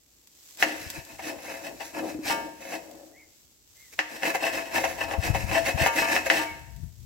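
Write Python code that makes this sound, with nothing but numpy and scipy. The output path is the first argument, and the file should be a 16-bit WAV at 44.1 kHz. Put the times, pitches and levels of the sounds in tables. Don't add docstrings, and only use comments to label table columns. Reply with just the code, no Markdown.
import sys
import numpy as np
from scipy import signal
from scipy.fft import rfft, irfft, next_fast_len
from scipy.io import wavfile
from scipy.ndimage import uniform_filter1d

SR = 44100
rng = np.random.default_rng(int(sys.argv[2]) if len(sys.argv) > 2 else 0)


def transcribe(signal):
    frames = np.atleast_2d(signal).T
    limited = np.clip(frames, -1, 1)
    pcm = np.round(limited * 32767).astype(np.int16)
    wavfile.write(sys.argv[1], SR, pcm)


N = 310905
TIME = np.arange(N) / SR
SHORT_RING, LONG_RING = SR // 5, SR * 3 // 5


STROKES = [(0.621, 0.018, -48, -20), (0.685, 0.044, -43, -1.5), (0.83, 0.066, -51, -8.5),
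           (0.967, .03, -45.5, -1), (1.115, 0.036, -52, 2), (1.27, 0.033, -37.5, 0),
           (1.507, 0.077, -44, 1.5), (1.662, 0.023, -42, 0), (1.85, 0.044, -57, -12),
           (1.978, .025, -39.5, 3), (2.086, 0.037, -49, -4), (2.299, 0.031, -35.5, -10),
           (2.644, 0.04, -49.5, 1), (2.733, 0.03, -37, 2), (3.934, 0.0086, -69, -23.5),
           (4.146, .03, -42.5, 0), (4.271, .032, -29.5, -1), (4.459, 0.029, -29, 1.5),
           (4.569, 0.039, -34.5, 1), (4.66, 0.05, -46.5, 2), (4.767, 0.026, -26.5, 0.5),
           (4.87, 0.074, -41.5, 0), (5.024, 0.022, -33.5, 2), (5.118, 0.035, -37, 7.5),
           (5.262, 0.03, -30, -0.5), (5.405, 0.033, -39.5, -3.5), (5.551, 0.04, -28.5, 1.5),
           (5.68, 0.026, -28.5, -1), (5.824, .027, -26, -0.5), (6.002, 0.036, -26.5, -2.5),
           (6.136, .04, -26.5, -1.5), (6.267, 0.0099, -31, 1.5), (6.364, 0.045, -27.5, -1.5)]

def stroking(middling_db=-34.5, fall_over_rise=0.93):
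    times, half_s, db, steep_db = np.transpose(STROKES)
    effort_db = db - middling_db
    food_db = -40.5 + 0.71 * effort_db
    plate_db = db + 1 + steep_db
    grit_db = -39 + 0.73 * effort_db - 0.75 * steep_db
    grit_half_s = 1.05 * half_s
    layers = [(half_s, food_db), (half_s, plate_db), (half_s, db), (grit_half_s, grit_db)]
    return [swell(times, rise_s, rise_s * fall_over_rise, layer_db) for rise_s, layer_db in layers]


def friction(slide):
    food, plate, blade, grit = stroking()
    times, _, clunk_db = np.transpose(KNOCKS)
    skid = swell(times + 0.0021, rise_s=0.007, fall_s=0.016, db=clunk_db)
    food = np.hypot(food, from_db(-1) * slide)
    plate = np.hypot(plate, from_db(-9) * slide)
    plate = np.hypot(plate, from_db(-9.5) * skid)
    blade = np.hypot(blade, from_db(-12) * skid)
    grit = np.hypot(grit, from_db(-20.5) * skid)
    return food, plate, blade, grit


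# (frequency [Hz], width [Hz], level [dB])
PRESSED_MODES = [(544, 33, -1.5), (670, 13.4, 5), (710, 39, -0.5), (808, 44, -5), (929, 12, -2.5),
                 (1740, 79.8, 6), (2060, 44, -7.5), (2576, 36, 0)]
# (frequency [Hz], width [Hz], level [dB])
EDGE_MODES = [(4025, 38, 9), (4533, 200, 2), (5124, 36, 6.5), (6010, 29, 6), (7040, 120, -12.5),
              (7550, 36, -6.5)]
# (frequency [Hz], level [dB])
STEEL_SPECTRUM = [(250, -10), (500, -14), (750, -5.5), (1080, -6), (1450, -5.5), (1800, 9.5), (2350, -6),
                  (2700, 0.5), (3400, -15), (6000, -13.5), (16000, -53)]
# (frequency [Hz], level [dB])
GRIT_SPECTRUM = [(2500, -1.5), (3300, -10), (4200, -3.5), (6000, -3.5), (8200, -3), (9000, -20),
                 (10200, -10), (11800, -8), (16000, -10.5)]

def scraping(plate, blade, grit, contacts=3):
    loads = np.array([from_db(10.2 * drift(22)) for _ in range(contacts)])
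    loads = loads / np.linalg.norm(loads, axis=0)
    chatter = drift(130)
    out = 0
    for load in loads:
        slips = grains(per_s=750, spread_db=4) * load * from_db(2 * chatter)
        pressed = resonances(PRESSED_MODES, spread=0.39, vary_db=5)
        steel = unit(pressed + from_db(-2.5) * wash(STEEL_SPECTRUM, t60=0.039))
        plate_force = from_db(-2) * drive(slips * plate, steel, low_hz=608, high_hz=1122)
        blade_force = from_db(0.43) * drive(slips * blade, steel, low_hz=1510, high_hz=3044)
        rasp = grains(per_s=6000, spread_db=2) * load * from_db(1.5 * chatter)
        crunch = wash(GRIT_SPECTRUM, t60=0.01)
        edge = unit(crunch + from_db(-8.5) * resonances(EDGE_MODES, spread=0.47, vary_db=6))
        out = out + through(plate_force + blade_force, steel) + from_db(0.88) * through(rasp * grit, edge)
    return out


# (time [s], crack level [dB], clunk level [dB])
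KNOCKS = [(0.6259, -2.5, -17), (1.193, -40, -29), (1.451, -43, -37), (1.806, -28, -29.5), (2.263, -43, -31),
          (2.299, -16.5, -21), (3.9909, -7, -25.5), (4.233, -14, -21.5), (4.348, -27, -17.5),
          (4.425, -45, -24), (4.841, -15, -15.5), (4.986, -36, -28.5), (5.112, -21.5, -24),
          (5.348, -22, -17.5), (5.514, -18, -24.5), (5.577, -20.5, -20), (5.776, -27, -25),
          (5.862, -11, -11.5), (6.164, -9.5, -21.5), (6.3008, -1.5, -20)]
# (frequency [Hz], width [Hz], level [dB])
CRACK_MODES = [(1770, 150, 0), (1990, 240, 0), (2660, 280, -2), (4010, 200, -18), (5230, 200, -19)]
# (frequency [Hz], width [Hz], level [dB])
CLUNK_MODES = [(525, 33, -2.5), (778, 52, 11), (943, 25, 7)]

def knocking():
    times, crack_db, clunk_db = np.transpose(KNOCKS)
    attack = from_db(-9) * wash(STEEL_SPECTRUM, t60=0.015)
    tail = from_db(-2.5) * wash(STEEL_SPECTRUM, t60=0.13)
    crack = band(resonances(CRACK_MODES, spread=0.7) + attack + tail, 950, 15000, order=1)
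    clunk = band(resonances(CLUNK_MODES, spread=0.8), 380, 2500, order=2)
    return sum(through(taps(times, db), body / np.abs(body.mean(0)).max())
               for db, body in [(crack_db, crack), (clunk_db, clunk)])


# (time [s], level [dB])
RELEASES = [(0.627, -42), (2.305, -29.5), (3.991, -44.5), (5.863, -28), (6.021, -29), (6.391, -33)]
# (frequency [Hz], level [dB], t60 [s])
FREE_MODES = [(658, -11, .6), (921, 2, .66), (1186, -4, .4), (1415, -8, .38), (1610, -8, .62),
              (1750, -6, .52), (2207, -6, .47), (2756, -12, .5), (3016, -11, .4), (3965, -20, .45),
              (5965, -21, .3)]

def ringing():
    partials = [(hz, from_db(db), np.log(1000) / t60) for hz, db, t60 in FREE_MODES]
    return through(taps(*np.transpose(RELEASES)), modes(partials, spread=1, size=LONG_RING))


# (time [s], half length [s], level [dB])
SLIDES = [(0.704, 0.058, -43.5), (1.326, 0.038, -43), (1.695, 0.047, -45.5), (2.035, 0.052, -34),
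          (2.363, .08, -38.5), (2.832, 0.21, -51)]

def sliding():
    times, half_s, db = np.transpose(SLIDES)
    return swell(times, half_s, half_s, db)


# (time [s], level [dB])
FLOPS = [(0.662, -31.5), (2.147, -27.5), (2.191, -25)]
# (frequency [Hz], level [dB])
FOOD_SPECTRUM = [(130, -11), (230, -14.5), (310, 6), (380, 0), (520, 2.5), (610, -4.5), (800, -33)]

def dragging(food, hollow_hz=307, hollow_t60=0.36):
    judder = grains(per_s=1500, spread_db=1.5) * food
    drag = from_db(-1.5) * through(judder, wash(FOOD_SPECTRUM, t60=0.07))
    knock_times, crack_db, _ = np.transpose(KNOCKS)
    flops = taps(*np.transpose(FLOPS))
    hollow = modes([(hollow_hz, 1, np.log(1000) / hollow_t60)], spread=0.79, size=LONG_RING)
    push = from_db(-14) * judder / np.linalg.norm(hollow.mean(0))
    push += from_db(-32.5) * taps(knock_times, crack_db) + from_db(-3.5) * flops
    thud = modes([(284, 0.475, 130)], spread=0.5)
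    return drag + through(push, hollow) + through(flops, thud)


# (frequency [Hz], width [Hz], level [dB])
CRUST_MODES = [(565, 28, 0.5), (700, 120, -9.5)]

def rubbing(slide):
    slips = grains(per_s=600, spread_db=2.5) * slide
    return from_db(-3) * through(slips, resonances(CRUST_MODES, spread=0.5))


# (time [s], level [dB])
SIZZLE_ENVELOPE = [(0, -63), (.25, -60), (.4, -53), (3.0, -57), (3.6, -61.5), (3.8, -53.5), (7, -60)]
# (time [s], level [dB])
SPITS = [(0.2725, -42.5), (0.5087, -42), (0.5721, -36.5), (0.9015, -24), (1.05, -38), (2.9123, -40.5),
         (6.5928, -44.5), (6.763, -45)]
# (frequency [Hz], level [dB])
SIZZLE_SPECTRUM = [(1500, -10), (3000, -5), (5000, -2), (7800, 1), (9300, -11.5), (12000, -4),
                   (16000, -6.5)]

def sizzling():
    bursts = np.array([grains(per_s=2300, spread_db=3) for _ in range(2)])
    heat_db = np.interp(TIME, *np.transpose(SIZZLE_ENVELOPE))
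    spit = wash(SIZZLE_SPECTRUM, t60=0.026) + from_db(-4.5) * wash(SIZZLE_SPECTRUM, t60=0.067)
    spits = through(taps(*np.transpose(SPITS)), spit / np.abs(spit).max())
    fizz = bursts * from_db(heat_db + 0.9 * drift(10))
    return colour(fizz, SIZZLE_SPECTRUM) + from_db(6) * spits


# (time [s], length [s], start pitch [Hz], middle pitch [Hz], end pitch [Hz], level [dB])
SQUEAKS = [(3.124, .15, 1870, 2236, 2030, -53), (3.746, 0.16, 2015, 2120, 1870, -56.5),
           (6.446, 0.108, 2190, 2140, 2080, -37)]

def squeaking():
    out = np.zeros(N)
    waver = 1 + 0.04 * drift(900)
    for start, length, start_hz, middle_hz, end_hz, db in SQUEAKS:
        along = np.clip((TIME - start) / length, 0, 1)
        hz = np.interp(along, [0, 0.5, 1], [start_hz, middle_hz, end_hz]) * waver
        out += from_db(db) * np.sin(np.pi * along) * np.sin(2 * np.pi * np.cumsum(hz) / SR)
    return out


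# (time [s], level [dB])
DRAUGHT_ENVELOPE = [(0.0, -89), (0.61, -86), (0.82, -63), (1.84, -71.5), (2.23, -60.5), (2.43, -69.5),
                    (3.39, -78.5), (3.92, -81), (4.86, -59), (5.16, -53), (5.29, -39), (5.63, -48),
                    (6.12, -61.5), (6.45, -58.5), (6.8, -47.5), (7.04, -49)]
# (time [s], level [dB])
PUFFS = [(0.872, -35.5), (0.987, -34.5), (5.192, -15), (5.306, -15), (5.445, -21), (5.755, -18.5),
         (5.823, -16), (6.839, -26.5)]
# (frequency [Hz], level [dB])
AIR_SPECTRUM = [(20, -44), (45, 0.5), (90, 5.5), (170, -6.5), (300, -26), (600, -47.5)]

def buffeting(turbulence_db=3.5, lumps_per_s=29, puff_half_s=0.0069):
    draught_db = 10 + np.interp(TIME, *np.transpose(DRAUGHT_ENVELOPE))
    draught = from_db(draught_db + turbulence_db * drift(lumps_per_s))
    times, db = np.transpose(PUFFS)
    envelope = np.hypot(draught, swell(times, puff_half_s, puff_half_s, db))
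    air = noise(AIR_SPECTRUM, size=N)
    even_air = air / np.sqrt(uniform_filter1d(air ** 2, size=800, axis=1) + 1e-9)
    return envelope * even_air * from_db([[-0.5], [-27]])


# (frequency [Hz], left minus right [dB])
PAN = [(200, 0), (380, 1.5), (700, 8.5), (1300, 2.5), (2400, 0.5), (4400, 0)]

def kitchen(x, wet_db=-11, t60=0.74, build_s=0.0058):
    wall_spectrum = [(100, -1), (700, -1), (2200, -4), (5000, -2.5), (15000, -1.5)]
    walls = wash(wall_spectrum, t60, size=LONG_RING) * np.minimum(TIME[:LONG_RING] / build_s, 1)
    wet = x + from_db(wet_db) * through(x, unit(walls))
    pan = from_db(at_hz(PAN, np.fft.rfftfreq(N, 1 / SR)) * [[0.5], [-0.5]])
    return irfft(rfft(wet) * pan / pan.mean(0), N)


# (frequency [Hz], level [dB])
ROOM_SPECTRUM = [(25, -15.5), (65, 2), (140, -10.5), (310, -4.5), (1000, -22.5), (3000, -27), (6000, -52.5)]

def room_tone():
    return from_db(-70.5) * noise(ROOM_SPECTRUM, size=N)


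# (frequency [Hz], left-right likeness [0..1])
LIKENESS = [(100, 1), (600, 0.47), (1500, 0), (2800, 0), (4500, 0), (15000, 0.2)]

def noise(spectrum, size):
    hz = np.fft.rfftfreq(size, 1 / SR)
    alike = np.clip(at_hz(LIKENESS, hz), -1, 1)
    mid, side = rfft(rng.standard_normal((2, size)))
    both = np.sqrt(1 + alike) * mid + np.sqrt(1 - alike) * side * [[1], [-1]]
    return unit(irfft(both * from_db(at_hz(spectrum, hz)), size)) * np.sqrt(size)


def wash(spectrum, t60, size=SHORT_RING):
    return unit(noise(spectrum, size) * from_db(-60 * TIME[:size] / t60))


def modes(rows, spread, size=SHORT_RING):
    out, t = 0, TIME[:size]
    for k, (hz, gain, decay) in enumerate(rows):
        phase = 2 * np.pi * hz * t
        side = spread * (1 - at_hz(LIKENESS, hz)) * (-1) ** k * np.cos(phase)
        out = out + gain * np.exp(-decay * t) * (np.sin(phase) + side * [[1], [-1]])
    return out


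def resonances(peaks, spread, vary_db=0):
    rows = [(hz, width * from_db(db + vary_db * rng.normal()), np.pi * width) for hz, width, db in peaks]
    return unit(modes(rows, spread))


def grains(per_s, spread_db):
    chance, sizes = rng.random(N), rng.standard_exponential(N)
    at = np.flatnonzero(chance < per_s / SR)
    clicks = np.zeros(N)
    clicks[at] = from_db(spread_db * np.minimum(sizes[at], 4)) * np.sign(chance[at] * SR - per_s / 2)
    return clicks / (clicks.std() + 1e-12)


def taps(times, dbs):
    out = np.zeros(N)
    out[np.round(np.asarray(times) * SR).astype(int)] = from_db(dbs)
    return out


def swell(times, rise_s, fall_s, db):
    coarse = TIME[::32]
    since = coarse[:, None] - times
    bells = np.exp(-(since / np.where(since < 0, rise_s, fall_s)) ** 2)
    return np.interp(TIME, coarse, np.sqrt(bells @ from_db(db) ** 2))


def drift(per_s):
    knots = rng.standard_normal(4000)
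    return np.interp(TIME * per_s, np.arange(len(knots)), knots) * np.sqrt(3 / 2)


def drive(force, response, low_hz, high_hz):
    body_gain = np.linalg.norm(band(response.mean(0), low_hz, high_hz, order=2))
    return band(force, low_hz, high_hz, order=2) / body_gain


def colour(x, spectrum):
    size = next_fast_len(N + 2000)
    gain = from_db(at_hz(spectrum, np.fft.rfftfreq(size, 1 / SR)))
    return irfft(rfft(x, size) * gain / np.sqrt(np.mean(gain ** 2)), size)[..., :N]


def band(x, low_hz, high_hz, order):
    return signal.sosfilt(signal.butter(order, [low_hz, high_hz], "band", fs=SR, output="sos"), x)


def through(x, response):
    return signal.oaconvolve(np.atleast_2d(x), response, axes=1)[:, :N]


def unit(response):
    return response / np.sqrt(np.sum(response.mean(0) ** 2))


def at_hz(points, hz):
    table_hz, values = np.transpose(points)
    return np.interp(np.log(np.maximum(hz, 1)), np.log(table_hz), values)


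def from_db(db):
    return 10 ** (np.asarray(db) / 20)


def scene():
    slide = sliding()
    food, plate, blade, grit = friction(slide)
    griddle = scraping(plate, blade, grit) + dragging(food) + rubbing(slide)
    griddle += knocking() + sizzling() + squeaking()
    griddle = signal.sosfilt(signal.butter(2, 200, "high", fs=SR, output="sos"), griddle)
    dry_ring = ringing() * from_db([[1.2], [-1.5]])
    return kitchen(griddle) + dry_ring + buffeting() + room_tone()


def record(dry, ceiling=1.3, cutoff_hz=16000):
    rounded = ceiling * np.tanh(dry / ceiling)
    return signal.sosfilt(signal.ellip(12, 0.1, 80, cutoff_hz, fs=SR, output="sos"), rounded)


dry = scene()
out = record(dry)
transcribe(out)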